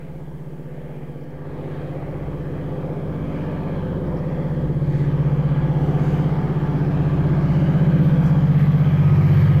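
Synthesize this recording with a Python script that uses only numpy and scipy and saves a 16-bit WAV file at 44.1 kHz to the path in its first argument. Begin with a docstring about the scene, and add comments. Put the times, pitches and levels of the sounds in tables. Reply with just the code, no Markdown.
"""Open country, microphone above the line: a two-stroke diesel freight train is heard far off, then,
after a brief crossfade, nearer and approaching. The exhaust booms once every crank turn and barks in the
higher orders; moving air makes the orders fade. Wheels roar on the rails, gears and blower whine, steel
hisses, and the ground echo cuts a notch that sinks as the train nears. A small bird ticks in the hedge;
later, flanges brush the rail."""
import sys
import numpy as np
from scipy import signal
from scipy.io import wavfile
from scipy.ndimage import uniform_filter1d

SR = 44100
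rng = np.random.default_rng(int(sys.argv[2]) if len(sys.argv) > 2 else 0)


def transcribe(signal):
    """Save signal, clipped to [-1, 1], as a 16-bit WAV file at the path in sys.argv[1]."""
    frames = np.atleast_2d(signal).T
    limited = np.clip(frames, -1, 1)
    pcm = np.round(limited * 32767).astype(np.int16)
    wavfile.write(sys.argv[1], SR, pcm)


N = 423360
T = np.arange(N) / SR

# crank speed, hunting slowly under the governor: (time [s], speed [turns/s])
CRANK_SPEED = [(0.0, 16.075), (1.2, 15.947), (1.61, 16.156), (2.0, 15.93), (3.31, 16.132), (3.9, 16.341),
               (4.74, 15.912), (5.33, 15.917), (6.28, 16.337), (7.0, 15.967), (7.69, 16.099), (9.6, 15.892)]
# the boom, broad and even (0) or ringing on one deep note and throbbing (1): (time [s], resonance [0-1])
STACK_RESONANCE = [(0, 0.4), (1.3, 0.8), (2.2, 0.67), (3.6, 0), (4.1, 0.1), (5, 1), (6.6, 0.8), (8, 0.29),
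                   (9.6, 1)]
# exhaust at the microphone: (time [s], boom level [dB], bark and gas base level [dB])
EXHAUST_LEVELS = [(0, -35, -44), (.8, -34, -40), (1.35, -35.8, -40.5), (1.65, -31, -35),
                  (2.4, -29.5, -34.5), (4.2, -25.3, -31.5), (5.25, -18, -33), (6.1, -19, -30),
                  (6.7, -21, -30.5), (7.9, -15, -29.5), (8.6, -15, -33), (9.6, -14.5, -33)]
# the boom: (order [per turn], relative level when broad [dB], relative level when ringing [dB])
BOOM_ORDERS = [(8, -8.0, -6), (9, 2, 2), (10, 2.5, -4.5), (11, -0.5, -12.5), (12, -3, -14.5),
               (13, -14, -22.5), (14, -26.5, -31.5)]
# thrum under the boom, drone deepest, bark on top: (order [per turn], relative level [dB])
THRUM_ORDERS = [(6, 3.5), (7, 2)]
DRONE_ORDERS = [(2, -22.5), (3, -5), (4, 7.5), (5, -19)]
BARK_ORDERS = [(15, 0.0), (16, -9.5), (17, -3.5), (18, 1), (19, -5.5), (20, -9.5), (21, -5.5), (22, -2),
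               (23, -3), (24, -5), (25, -4.5), (26, -11.5), (27, -14), (28, -12), (29, -13), (30, -11.5),
               (31, -4.5), (32, -7), (33, -9.5), (34, -10.5), (35, -11.5), (36, -11.5), (37, -11),
               (38, -18)]
# gear whines locked to the crank: (order [per turn], relative level [dB])
GEAR_ORDERS = [(32, -11), (71.8, -15), (73, -16.5), (102.5, -21), (204, -29.5)]
# each layer at the microphone: (time [s], level [dB])
THRUM_LEVEL = [(0, -61), (1.2, -54), (1.7, -39.5), (3.3, -37), (6.4, -34.5), (7.6, -27.5), (8.65, -31.5),
               (9.3, -19.5), (9.6, -16.5)]  # swells as the stack comes alongside
RUMBLE_LEVEL = [(0, -47.5), (1.3, -49.5), (2.4, -38.5), (3.3, -39.5), (4.2, -37), (6.2, -34.5), (6.7, -38),
                (7.2, -32.5), (9.6, -43)]  # also sets the drone
ROAR_LEVEL = [(0, -51.5), (.45, -54), (1.2, -52), (1.6, -44.5), (3, -44.5), (3.6, -41), (4.9, -44.5),
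              (5.7, -37.5), (9.6, -38.5)]  # stops growing once the train is near
APPROACH_LEVEL = [(0, -17), (1.25, -15.5), (1.6, -10.5), (3.1, -10), (4.8, -8), (5.6, -4.5), (7, -3),
                  (9.6, -1)]  # against the closest point; sets rail ring and hiss
BLOWER_LEVEL = [(0, -66), (2, -62), (3.5, -49), (5.2, -53), (5.9, -48), (6.45, -41.5), (6.95, -53),
                (7.9, -46), (9.6, -53.5)]
TRACTION_LEVEL = [(0, -72.5), (6, -55.5), (8.3, -53), (8.8, -48.5), (9.6, -47)]
# colours of the noises: (frequency [Hz], relative level [dB])
GAS_FAR_SPECTRUM = [(150, -21.5), (235, -13.5), (300, 0), (420, 1.5), (530, 3), (620, -6), (740, -10),
                    (1100, -38.5)]
GAS_NEAR_SPECTRUM = [(90, -21.5), (170, 0.5), (235, 1.5), (310, 2.5), (420, -6.5), (540, -8), (640, -20.5),
                     (1000, -40)]
RUMBLE_SPECTRUM = [(12, -40.5), (25, -23.5), (48, -2.5), (60, 2.5), (78, -10.5), (130, -9.5), (220, -26),
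                   (400, -51)]
ROAR_SPECTRUM = [(300, -33), (560, -2.5), (700, 2), (950, -1), (1200, -4), (1420, -9), (1800, -25.5),
                 (3000, -58)]
RING_SPECTRUM = [(1000, -36), (1420, -6.5), (1580, 2), (1800, -1), (2400, -5.5), (2780, -11.5),
                 (3100, -8.5), (3270, -10), (3450, -15), (3800, -19.5), (4600, -24.5), (7000, -60.5)]
HISS_SPECTRUM = [(2500, -36.5), (3800, 0), (4600, 1), (6000, -5), (7100, -8), (8500, -14), (10500, -18.5),
                 (15000, -34.5)]
SIZZLE_SPECTRUM = [(10000, -30), (11500, -7.5), (12300, -4.5), (13000, 1.5), (13500, -5), (14100, -9.5),
                   (15500, -27)]
FLANGE_SPECTRUM = [(3000, -25), (4500, 2.5), (7000, 1.5), (9500, -6.5), (11000, -12), (15000, -23.5)]
# wheels surging over rough rail: (time [s], half length [s], ring lift [dB], hiss lift [dB])
ROUGH_RAIL = [(.85, .2, 3.5, -5), (1.78, 0.15, 2.5, 1.5), (2.6, .25, 1.5, 0.5), (3.4, .12, 3, 5),
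              (3.66, 0.23, 3.5, 1), (4.45, 0.24, 0, 2), (4.99, .11, 2.5, 5), (5.52, .1, 1.5, -2),
              (6.08, 0.15, 3.5, 1), (7.6, 0.15, 2.5, 3), (8.076, 0.11, 3, 1), (8.6, 0.055, 3.5, -1),
              (9.375, 0.14, 4.5, 2)]
# main null of the ground echo, a peak while negative: (time [s], frequency [Hz], comb depth [dB])
GROUND_NOTCH = [(0, 910, -6), (4.5, 727, 4), (6, 597, 6), (7, 530, 7), (8, 422, 9.5), (8.7, 354, 14),
                (9.6, 261, 4)]
# the bird's ticks: (time [s], level [dB])
BIRD_TICKS = [(1.213, -65), (1.238, -64), (1.307, -68), (4.072, -59), (4.093, -63), (4.171, -57),
              (4.192, -56.5)]
# flanges touching the rail: (time [s], half length [s], scrape level [dB], sizzle level [dB])
FLANGE_BRUSHES = [(4.98, 0.1, -64.5, -91), (5.85, .08, -67, -76), (6.1, 0.15, -60, -72),
                  (8.05, .06, -75, -70), (8.269, .04, -57, -71), (8.618, .04, -62, -66),
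                  (9.378, .12, -63.5, -68.5)]


def amp(db):
    """Decibels to gain."""
    return 10 ** (np.asarray(db) / 20)


def unit(x):
    """Scales to rms 1."""
    return x / np.sqrt(np.mean(abs(x) ** 2) + 1e-20)


def curves(rows):
    """Each value column of a table of (time [s], values), at every sample."""
    times, *columns = np.transpose(rows)
    return [np.interp(T, times, column) for column in columns]


def swell(at, half_length):
    """A smooth rise and fall of height 1 around a moment."""
    return np.exp(-((T - at) / half_length) ** 2)


def wander(rate_hz):
    """A slow, complex-valued random drift of rms about 1."""
    count = 1024
    hz = np.fft.fftfreq(count, T[-1] / count)
    white = rng.standard_normal(count) + 1j * rng.standard_normal(count)
    drift = np.fft.ifft(np.fft.fft(white) * np.exp(-(hz / rate_hz) ** 2))
    return np.interp(T, np.linspace(0, T[-1], count), unit(drift))


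def noise(spectrum, patchy_db):
    """Noise of a given spectrum at rms 1, with drifting patches from turbulent air."""
    hz, _, frames = signal.stft(rng.standard_normal(N), SR, nperseg=2048)
    point_hz, point_db = np.transpose(spectrum)
    colour_db = np.interp(np.log(hz + 1), np.log(point_hz), point_db, right=-90)
    patches = uniform_filter1d(rng.standard_normal(frames.shape), size=18, axis=0)
    patches = unit(uniform_filter1d(patches, size=10, axis=1))
    return unit(signal.istft(frames * amp(colour_db[:, None] + patchy_db * patches), SR)[1][:N])


def orders(turns, rows, fade, fade_hz, scatter=0):
    """Crank orders meet in one suction pulse a turn; echoes scatter each one, moving air fades it."""
    total, power = np.zeros(N), 0
    for order, db in rows:
        lag = np.pi + 2 * np.arctan((order - 11.05) / 0.28)  # held back by the manifold's resonance
        paths = 1 + scatter * np.exp(2j * np.pi * rng.random()) + fade * wander(fade_hz)
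        angle = 2 * np.pi * order * turns - lag
        total -= amp(db) * (paths.real * np.cos(angle) + paths.imag * np.sin(angle))
        power = power + amp(db) ** 2
    return total / np.sqrt(power * (1 + scatter ** 2 + fade ** 2) / 2)


def exhaust(turns):
    """The stack's boom throbs with the crank over a deep rumble; above come the bark and puffs of gas."""
    boom_db, bark_db = curves(EXHAUST_LEVELS)
    rumble_gain = amp(curves(RUMBLE_LEVEL)[0])
    resonance = curves(STACK_RESONANCE)[0]
    boom_orders = [(order, broad + resonance * (ringing - broad)) for order, broad, ringing in BOOM_ORDERS]
    boom = amp(boom_db) * orders(turns, boom_orders, fade=0.096, fade_hz=3.4)
    thrum = amp(curves(THRUM_LEVEL)[0]) * orders(turns + 0.556, THRUM_ORDERS, fade=0.62, fade_hz=2.7)
    drone = rumble_gain * orders(turns + 0.3, DRONE_ORDERS, fade=0.33, fade_hz=2.3)
    bark = amp(bark_db - resonance) * orders(turns, BARK_ORDERS, fade=2.09, fade_hz=1.9, scatter=0.75)
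    throb = 0.28 * resonance * np.cos(2 * np.pi * (turns + 0.087))
    puffs = unit(1 + throb + 0.3 * np.cos(2 * np.pi * 12 * turns))
    depth = np.clip((T - 3.4) / 2.7, 0.03, 0.95)  # the rush of gas deepens as the train draws near
    far_rush = np.sqrt(1 - depth) * noise(GAS_FAR_SPECTRUM, patchy_db=1.0)
    near_rush = np.sqrt(depth) * noise(GAS_NEAR_SPECTRUM, patchy_db=1.0)
    gas = amp(bark_db - 3 + 2.05 * depth) * puffs * (far_rush + near_rush)
    rumble = rumble_gain * noise(RUMBLE_SPECTRUM, patchy_db=2.5)
    return boom + thrum + drone + bark + gas + rumble


def rolling(turns):
    """Wheel roar, ringing rails and hissing steel, shaken a little by the engine's clatter."""
    rattle = sum(0.042 * np.cos(2 * np.pi * (order * turns + rng.random())) for order in range(4, 8))
    clatter = unit(1 + 0.05 * np.cos(2 * np.pi * (turns + 0.3)) + rattle)
    approach_db = curves(APPROACH_LEVEL)[0]
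    ring_lift_db = sum(db * swell(at, half) for at, half, db, _ in ROUGH_RAIL)
    hiss_lift_db = sum(db * swell(at, half) for at, half, _, db in ROUGH_RAIL)
    roar = amp(curves(ROAR_LEVEL)[0]) * noise(ROAR_SPECTRUM, patchy_db=1.2)
    ring = amp(-42 + approach_db + ring_lift_db) * noise(RING_SPECTRUM, patchy_db=2.1)
    hiss = amp(-58.5 + 1.23 * approach_db + hiss_lift_db) * noise(HISS_SPECTRUM, patchy_db=2.0)
    return clatter * (roar + ring + hiss)


def whine(cycles, waver, width_hz):
    """A narrow tone that wavers."""
    return unit(((1 + waver * wander(width_hz)) * np.exp(2j * np.pi * cycles)).real)


def gears_and_blower(turns, traction_hz=1258):
    """Gears and blower sing with the crank, the traction gears with the wheels at a steady pitch."""
    gear_tones = sum(amp(db) * whine(order * turns, waver=1.0, width_hz=6) for order, db in GEAR_ORDERS)
    gears = amp(curves(ROAR_LEVEL)[0] + 0.6) * gear_tones
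    blower = amp(curves(BLOWER_LEVEL)[0]) * whine(53.8 * turns, waver=0.67, width_hz=5)
    traction = amp(curves(TRACTION_LEVEL)[0]) * whine(traction_hz * T, waver=0.94, width_hz=17)
    return gears + blower + traction


def ground_echo(sound, width_octaves):
    """The bounce off the ground combs the middle band; the comb sinks as the train nears the microphone."""
    hz, frame_times, frames = signal.stft(sound, SR, nperseg=4096, noverlap=3072)
    times, null_hz, depth_db = np.transpose(GROUND_NOTCH)
    ratio = (hz[:, None] + 1) / np.interp(frame_times, times, null_hz)
    comb = np.cos(3 * np.pi * ratio) * np.exp(-(np.log2(ratio) / width_octaves) ** 2)
    comb_db = np.interp(frame_times, times, depth_db) * comb / 2
    return signal.istft(frames * amp(comb_db), SR, nperseg=4096, noverlap=3072)[1][:N]


def background_hiss(level_db):
    """A faint, even hiss whose level dips briefly."""
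    return amp(level_db - 3.1 * swell(1.4, 0.18)) * rng.standard_normal(N)


def bird(centre_hz, sweep_hz_per_s, half_length_s):
    """A small bird in the hedge: each tick is a whistle that sweeps up within a few milliseconds."""
    ticks = np.zeros(N)
    for at, db in BIRD_TICKS:
        span = abs(T - at) < 4 * half_length_s
        t = T[span] - at
        cycles = (centre_hz + sweep_hz_per_s * t / 2) * t
        ticks[span] += amp(db) * np.exp(-(t / half_length_s) ** 2) * np.sin(2 * np.pi * cycles)
    return ticks


def rail_sizzle(end_db, rise_db_per_s):
    """Sizzle runs along the rails ahead of the wheels, growing steadily and flaring at each flange brush."""
    ahead = amp(end_db - rise_db_per_s * (T[-1] - T))
    flares = sum(amp(db) * swell(at, half) for at, half, _, db in FLANGE_BRUSHES)
    return (ahead + flares) * noise(SIZZLE_SPECTRUM, patchy_db=0.8)


def flanges():
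    """Wheel flanges brush the rail in short, bright scrapes."""
    scrapes = sum(amp(db) * swell(at, half) for at, half, db, _ in FLANGE_BRUSHES)
    return scrapes * noise(FLANGE_SPECTRUM, patchy_db=2.5)


def scene():
    """At the microphone, in mono: the train with its ground echo, the bird and a faint hiss."""
    turns = np.cumsum(curves(CRANK_SPEED)[0]) / SR - 0.584  # the offset places the first throb
    train = exhaust(turns) + rolling(turns)
    train += rail_sizzle(end_db=-63, rise_db_per_s=4.5) + flanges()
    train += gears_and_blower(turns)
    ticks = bird(centre_hz=5150, sweep_hz_per_s=200000, half_length_s=0.004)
    return (ground_echo(train, width_octaves=0.5) + background_hiss(level_db=-66) + ticks)[None]


def record(dry):
    """The recorder rounds off the loudest throbs, adds a small steady offset and limits the band."""
    ceiling, knee, offset, edge_hz = amp(-7.5), 8, 0.013, 15800
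    rounded = dry / (1 + abs(dry / ceiling) ** knee) ** (1 / knee)
    lowpass = signal.firwin(511, edge_hz, window=("kaiser", 9), fs=SR)
    return signal.oaconvolve(rounded + offset, lowpass[None], "same")


dry = scene()
out = record(dry)
transcribe(out)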